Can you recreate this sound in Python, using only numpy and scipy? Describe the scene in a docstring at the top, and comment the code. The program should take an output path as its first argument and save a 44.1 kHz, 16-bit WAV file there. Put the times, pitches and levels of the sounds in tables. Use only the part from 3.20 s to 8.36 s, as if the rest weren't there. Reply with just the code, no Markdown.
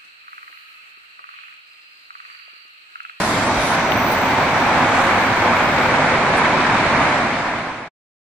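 """An articulated trolleybus rolls close past the listener and pulls away along a street.
From the start, shaped noise makes body rumble, tyre roar, cooling air and hiss. Vents, rasps and a squeal
pass early, overlapped by sine whistles and a thin switching whine; resonant clicks, bumps and low hum join.
The wire sizzles now and then in noise swells; the tail fan drones in the later part. A fade-out ends it."""
import sys
import numpy as np
from scipy import signal
from scipy.fft import rfft, irfft, next_fast_len
from scipy.io import wavfile
from scipy.ndimage import uniform_filter1d, map_coordinates

SR = 44100
rng = np.random.default_rng(int(sys.argv[2]) if len(sys.argv) > 2 else 0)


def generate_wav(signal):
    """Clip the signal to [-1, 1] and save it as 16-bit WAV at the path in sys.argv[1]."""
    frames = np.transpose(np.atleast_2d(signal))
    scaled = np.clip(frames, -1, 1) * 32767
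    pcm = np.round(scaled).astype(np.int16)
    wavfile.write(sys.argv[1], SR, pcm)


N = 227600
T = np.arange(N) / SR  # s

# stereo width of all noise: freq_hz, side_minus_mid_db
STEREO_WIDTH = [(60, -13.5), (99, -18), (160, -22.5), (270, -20), (450, -14.5), (740, -14), (1220, -8),
                (2010, -3.5), (3320, -1.5), (5480, 2), (9050, 1.5), (14900, 2.5)]
# stereo balance of all noise: freq_hz, left_minus_right_db
STEREO_LEAN = [(60, .3), (200, -.5), (700, -.7), (1290, -1.8), (2370, .8), (4400, -.5), (8000, -3),
               (14000, -2.5)]

# body rumble spectrum: freq_hz, relative_density_db
RUMBLE_SPECTRUM = [(15, -56), (24, -34), (45, -18.5), (65, -12.5), (105, -5.5), (170, -6), (250, -1),
                   (295, -3), (370, -6.5), (450, -12), (600, -14.5), (1000, -84)]
# tyre roar spectrum: freq_hz, relative_density_db
TYRE_SPECTRUM = [(250, -32), (380, -17.5), (460, -8.5), (540, -3), (630, 0.5), (780, 0), (990, 1),
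                 (1150, -3.5), (1350, -13), (1700, -23), (2800, -84.5)]
# cooling air spectrum: freq_hz, relative_density_db
AIR_SPECTRUM = [(650, -13), (1100, -3.5), (1320, -1.5), (1560, -1), (1920, -4.5), (2260, -4), (2910, -15),
                (3300, -18.5), (4290, -31.5), (7260, -120)]
# rolling hiss spectrum: freq_hz, relative_density_db
HISS_SPECTRUM = [(2400, -38), (3000, -1), (3800, 0.5), (4400, -2), (5100, -6.5), (6500, -10.5), (8000, -14),
                 (9500, -19), (10800, -30.5), (12500, -56.5)]
# swells (+) and dips (-) of the tyre roar: peak_s, half_length_s, change_db
TYRE_SWELLS = [(.56, .04, .7), (.69, .06, 1.3), (.92, .04, 1.5), (1.06, .04, 2), (1.21, .04, 3.3),
               (1.35, .04, 1), (1.85, .14, 2), (2.08, .06, -1), (2.28, .07, 2.2), (2.42, .04, 1.7),
               (2.8, .068, 1.2), (3.16, .04, 2), (3.26, .08, 1.8), (3.55, .11, -1.6), (3.77, .05, 1.2)]
RUMBLE_DB, TYRE_DB, AIR_DB, HISS_DB = -25, -20.5, -20, -35.5  # before dips, swells and road grain
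RUMBLE_RISE_DB, RUMBLE_RISE_S = 0.3, .6  # rear wheels come near
RUMBLE_DIP_DB, RUMBLE_DIP_S, RUMBLE_DIP_HALF_S = -1.2, 2.15, .3  # tail swings round
TYRE_RISE_DB, TYRE_RISE_S = 2, 0.96  # rear axle rolls by
AIR_RISE_DB, AIR_RISE_S = 4, 1.9  # tail turns toward the listener
SWELL_AIR_SHARE = 0.24  # share of the tyre-swell dB that reaches the cooling air
FLANK_DB, FLANK_HALF_S = 2, 0.52  # extra hiss while the flank is close
SHADE_DB, SHADE_S, SHADE_HALF_S = -1.5, .8, 0.14  # closed rear panel nearest

# vent hiss spectrum: freq_hz, relative_density_db
VENT_SPECTRUM = [(2000, -37), (3300, -3), (5000, 3.5), (7000, -4), (9000, -2), (11000, -2.5),
                 (13000, -13.5), (14000, -42)]
# side vents going by: nearest_s, half_length_s, peak_db
VENT_PASSES = [(.02, 0.22, -36), (.47, 0.098, -38)]
VENT_PATCHY_DB = 1.5

# rasps of the passing flank: peak_s, half_length_s, centre_hz, half_width_hz, peak_db
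FLANK_RASPS = [(.08, 0.17, 3780, 450, -48), (.47, .08, 3600, 498, -43)]

# squeal pitch: time_s, pitch_hz
SQUEAL_PITCH = [(0, 7540), (.1, 7610), (.19, 7520), (.26, 7610), (.34, 7670), (.5, 7620)]
SQUEAL_S, SQUEAL_HALF_S, SQUEAL_HALF_WIDTH_HZ, SQUEAL_DB = .21, .23, 65, -45

# drive whistles as they face the listener: peak_s, half_length_s, pitch_hz (before Doppler), peak_db
DRIVE_WHISTLES = [(.34, .1, 6066, -50), (.8, .42, 6062, -48), (.78, .28, 5864, -48.5),
                  (1.37, .16, 5864, -47.5), (1.68, .4, 5862, -51.5)]
# breathy whistles beamed sideways: nearest_s, half_length_s, centre_hz, half_width_hz, peak_db
SIDE_BEAMS = [(.265, .03, 9470, 60, -46), (.5, .08, 9470, 45, -49), (.42, .17, 5935, 80, -45.5),
              (.72, .12, 5910, 70, -50)]
DOPPLER_SHARE = .004  # pitch swing either way
PASS_S, PASS_HALF_S = .6, .5

# switching whine: centre_hz (before drift), half_width_hz, base_db, near_swell_db
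SWITCHING_BANDS = [(14660, 75, -58, 13), (14910, 60, -59, 4)]
# drift of both bands: time_s, offset_hz
SWITCHING_DRIFT = [(.3, 150), (.55, 50), (.9, 10), (1.9, 0), (2.5, 35)]
SWITCH_ON_S, SWITCH_OFF_S, SWITCH_EDGE_S = 0.26, 2.75, .08  # motor pulling
SWITCH_NEAR_S, SWITCH_NEAR_HALF_S = .88, .22  # cabinet nearest

# clicks of fittings: start_s, gain_db, centre_hz, half_width_hz, t60_s, left_minus_right_db
FITTING_CLICKS = [(.342, -31, 4650, 1300, .05, 0), (.355, -31, 4650, 1300, .03, 0),
                  (.7195, -12.3, 2750, 1250, .016, 10), (2.582, -23, 3216, 1600, .03, 0),
                  (3.136, -25, 3000, 1200, .04, 0), (3.405, -28.5, 4250, 1400, .035, 0),
                  (3.467, -29.5, 4100, 1700, .03, 0)]

# short bumps and one longer body hum: peak_s, half_length_s, centre_hz, half_width_hz, peak_db
LOW_BUMPS = [(.39, 0.024, 55.4, 30, -32), (.755, 0.018, 106, 35, -23), (1.1, 0.22, 264, 45, -30),
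             (1.64, 0.034, 246, 35, -25), (3.39, 0.019, 186.6, 110, -25.5), (3.83, 0.028, 170, 110, -27.5)]

# low roar and hum, overlapping bands: peak_s, half_length_s, centre_hz, half_width_hz, peak_db
ROAR_BANDS = [(1.1, 0.55, 910, 70, -31), (1.68, 0.48, 790, 140, -24), (1.8, .55, 520, 60, -31.5),
              (2.1, 0.46, 112.3, 14, -36.5), (2.75, 0.6, 510, 30, -32.5), (3.2, 0.62, 384, 52, -34)]

# sizzles on the overhead wire: peak_s, half_length_s, centre_hz, half_width_hz, level_db (before crackle)
WIRE_SIZZLES = [(.93, .018, 10000, 1700, -43.5), (.923, .008, 8620, 170, -39.5),
                (1.8, .15, 7000, 2600, -44), (1.82, .11, 11000, 1400, -55), (3.18, .016, 9100, 2100, -41.5)]
CRACKLE_DB = 1.8

FAN_HZ, FAN_HALF_WIDTH_HZ, FAN_DB = 152, 24, -35.5
FAN_S, FAN_EDGE_S = 2.52, .06  # tail comes into view

FADE_START_S, FADE_LENGTH_S = 3.838, 0.95
END_S, CLOSE_S = 4.679, .004  # final decay: start, time constant
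TOP_HZ = 15600


def amp(db):
    """dB to gain."""
    return 10 ** (np.asarray(db) / 20)


def unit(x):
    """x at rms 1."""
    return x / np.sqrt(np.mean(x ** 2) + 1e-20)


def along(points, hz):
    """Interpolate (Hz, value) points on a log-frequency axis."""
    freq_hz, values = np.transpose(points)
    return np.interp(np.log(hz + 1), np.log(freq_hz + 1), values)


def wobble(rate_hz):
    """Smooth random curve with rate_hz knots a second."""
    knots = rng.standard_normal(int(N * rate_hz / SR) + 4)
    return map_coordinates(knots, [T * rate_hz])


def bell(peak_s, half_s):
    """Gaussian gain, 1 at peak_s and 1/e half_s away."""
    return np.exp(-((T - peak_s) / half_s) ** 2)


def rise(depth_db, length_s):
    """Level that climbs from depth_db below to 0 dB and holds."""
    return -depth_db * np.maximum(1 - T / length_s, 0)


def passing(rows):
    """Summed gain of things going by."""
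    return sum(amp(db) * bell(s, half_s) for s, half_s, db in rows)


def filtered(x, response):
    """Filter x by a gain function of frequency, zero-padded."""
    size = next_fast_len(N + SR // 2)
    gain = response(np.fft.rfftfreq(size, 1 / SR))
    return irfft(rfft(x, size) * gain, size)[..., :N]


def stereo(pair, colour):
    """Colour two noises as mid (rms 1) and side: bass near mono, treble wide."""
    def mid_side_gain(hz):
        return colour(hz) * amp([0 * hz, along(STEREO_WIDTH, hz)])

    def lean_gain(hz):
        return amp(np.outer([.5, -.5], along(STEREO_LEAN, hz)))

    mid, side = filtered(pair, mid_side_gain)
    left_right = np.array([mid + side, mid - side])
    return filtered(left_right, lean_gain) / np.std(mid)


def rush(spectrum, patchy_db):
    """Turbulent noise: random gain patches in time and frequency, then a spectrum."""
    grid = signal.stft(rng.standard_normal((2, N)), nperseg=512)[2]
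    patches = rng.standard_normal(grid.shape[1:])
    patches = uniform_filter1d(patches, size=6, axis=0)
    patches = uniform_filter1d(patches, size=12, axis=1, mode="wrap")
    patchy = grid * amp(patchy_db * unit(patches))
    pair = signal.istft(patchy, nperseg=512)[1][:, :N]
    return stereo(pair, lambda hz: amp(along(spectrum, hz)))


def narrow(peaks):
    """Noise in resonances (centre_hz, half_width_hz, db)."""
    def colour(hz):
        return sum(amp(db) / (1 + ((hz - centre_hz) / half_width_hz) ** 2) ** 2
                   for centre_hz, half_width_hz, db in peaks)

    return stereo(rng.standard_normal((2, N)), colour)


def swells(rows):
    """Resonant noises that rise and fall around their moments."""
    return sum(amp(db) * bell(s, half_s) * narrow([(hz, half_width_hz, 0)])
               for s, half_s, hz, half_width_hz, db in rows)


def shifted(x, shift_hz):
    """Shift x in frequency by a curve, via its analytic signal."""
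    phase = 2 * np.pi * np.cumsum(shift_hz) / SR
    return np.real(signal.hilbert(x) * np.exp(1j * phase))


def line(hz, flutter_db):
    """Sine whistle fluttering separately in each channel as its echoes shift."""
    phase = 2 * np.pi * np.cumsum(hz) / SR
    channels = [amp(flutter_db * wobble(15)) * np.sin(phase + .7 * wobble(25)) for _ in range(2)]
    return unit(np.array(channels))


def rolling():
    """Body, tyre, air and hiss noise; road grain shakes the upper three together."""
    grain_db = 0.361 * wobble(12) + 0.42 * wobble(130)
    swell_db = sum(db * bell(s, half_s) for s, half_s, db in TYRE_SWELLS)

    body_db = RUMBLE_DB + rise(RUMBLE_RISE_DB, RUMBLE_RISE_S) + 0.38 * wobble(7.8)
    body_db += RUMBLE_DIP_DB * bell(RUMBLE_DIP_S, RUMBLE_DIP_HALF_S)
    tyre_db = TYRE_DB + rise(TYRE_RISE_DB, TYRE_RISE_S) + swell_db + grain_db
    air_db = AIR_DB + rise(AIR_RISE_DB, AIR_RISE_S) + SWELL_AIR_SHARE * swell_db + grain_db
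    hiss_db = HISS_DB + FLANK_DB * bell(0, FLANK_HALF_S) + grain_db
    hiss_db += SHADE_DB * bell(SHADE_S, SHADE_HALF_S)

    body = amp(body_db) * rush(RUMBLE_SPECTRUM, patchy_db=0.5)
    tyres = amp(tyre_db) * rush(TYRE_SPECTRUM, patchy_db=-1.0)
    air = amp(air_db) * rush(AIR_SPECTRUM, patchy_db=0.71)
    hiss = amp(hiss_db) * rush(HISS_SPECTRUM, patchy_db=0.9)
    return body + tyres + air + hiss


def vents():
    """Turbulent air from each side vent, bright while it faces the listener."""
    return passing(VENT_PASSES) * rush(VENT_SPECTRUM, VENT_PATCHY_DB)


def rasps():
    """The passing flank rasps in short swells of resonant noise."""
    return swells(FLANK_RASPS)


def squeal():
    """Narrow, breathy noise band that wanders in pitch."""
    centre_hz = np.mean([hz for _, hz in SQUEAL_PITCH])
    drift_hz = np.interp(T, *np.transpose(SQUEAL_PITCH)) - centre_hz
    band = narrow([(centre_hz, SQUEAL_HALF_WIDTH_HZ, 0)])
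    return amp(SQUEAL_DB) * bell(SQUEAL_S, SQUEAL_HALF_S) * shifted(band, drift_hz)


def drive():
    """Power electronics: sines whose pitch sinks in passing, plus narrow noise beams."""
    doppler = 1 - DOPPLER_SHARE * np.tanh((T - PASS_S) / PASS_HALF_S)
    whistles = sum(amp(db) * bell(s, half_s) * line(hz * doppler, flutter_db=-1.0)
                   for s, half_s, hz, db in DRIVE_WHISTLES)
    return whistles + swells(SIDE_BEAMS)


def switching():
    """Thin whine in two unsteady noise bands that drift in pitch while the motor pulls."""
    pulling = np.clip(np.minimum(T - SWITCH_ON_S, SWITCH_OFF_S - T) / SWITCH_EDGE_S, 0, 1)
    near = bell(SWITCH_NEAR_S, SWITCH_NEAR_HALF_S)
    bands = sum(amp(db + swell_db * near + 3 * wobble(14)) * narrow([(hz, half_width_hz, 0)])
                for hz, half_width_hz, db, swell_db in SWITCHING_BANDS)
    drift_hz = np.interp(T, *np.transpose(SWITCHING_DRIFT)) + 22 * wobble(12)
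    return pulling * shifted(bands, drift_hz)


def fittings():
    """Each click is a noise burst in one broad resonance, quickly damped."""
    out = np.zeros((2, N))
    for start_s, gain_db, hz, half_width_hz, t60_s, lean_db in FITTING_CLICKS:
        age_s = np.maximum(T - start_s, 0)
        attack = 1 - np.exp(-age_s / .0004)
        shape = attack * amp(-60 * age_s / t60_s)
        burst = unit(shape * narrow([(hz, half_width_hz, 0)])) * np.std(shape)
        side_db = lean_db * np.array([[.5], [-.5]])
        out += amp(gain_db + side_db) * burst
    return out


def bumps():
    """Low resonant noise: short bumps and one longer body hum."""
    return swells(LOW_BUMPS)


def roar_and_hum():
    """Low roar and hum: overlapping resonant noise bands that slowly swell and sink."""
    return swells(ROAR_BANDS)


def shoes():
    """Collector shoes scrape the wire: noise swells with fast, uneven gain."""
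    crackle = unit(amp(CRACKLE_DB * wobble(300)))
    return swells(WIRE_SIZZLES) * crackle


def fan():
    """Tail fan drones as low narrow noise once the back of the bus is in view."""
    in_view = .5 + .5 * np.tanh((T - FAN_S) / FAN_EDGE_S)
    return amp(FAN_DB) * in_view * narrow([(FAN_HZ, FAN_HALF_WIDTH_HZ, 0)])


def scene():
    """Sum of everything the passing bus gives off."""
    early = rolling() + vents() + rasps() + squeal()
    passing_by = drive() + switching() + fittings() + bumps()
    late = roar_and_hum() + shoes() + fan()
    return early + passing_by + late


def record(dry):
    """Straight fade-out, quick final decay and band limit."""
    fade = np.clip(1 - (T - FADE_START_S) / FADE_LENGTH_S, 0, 1)
    close = np.exp(-np.maximum(T - END_S, 0) / CLOSE_S)
    return filtered(dry * fade * close, lambda hz: hz < TOP_HZ)


dry = scene()
out = record(dry)
generate_wav(out)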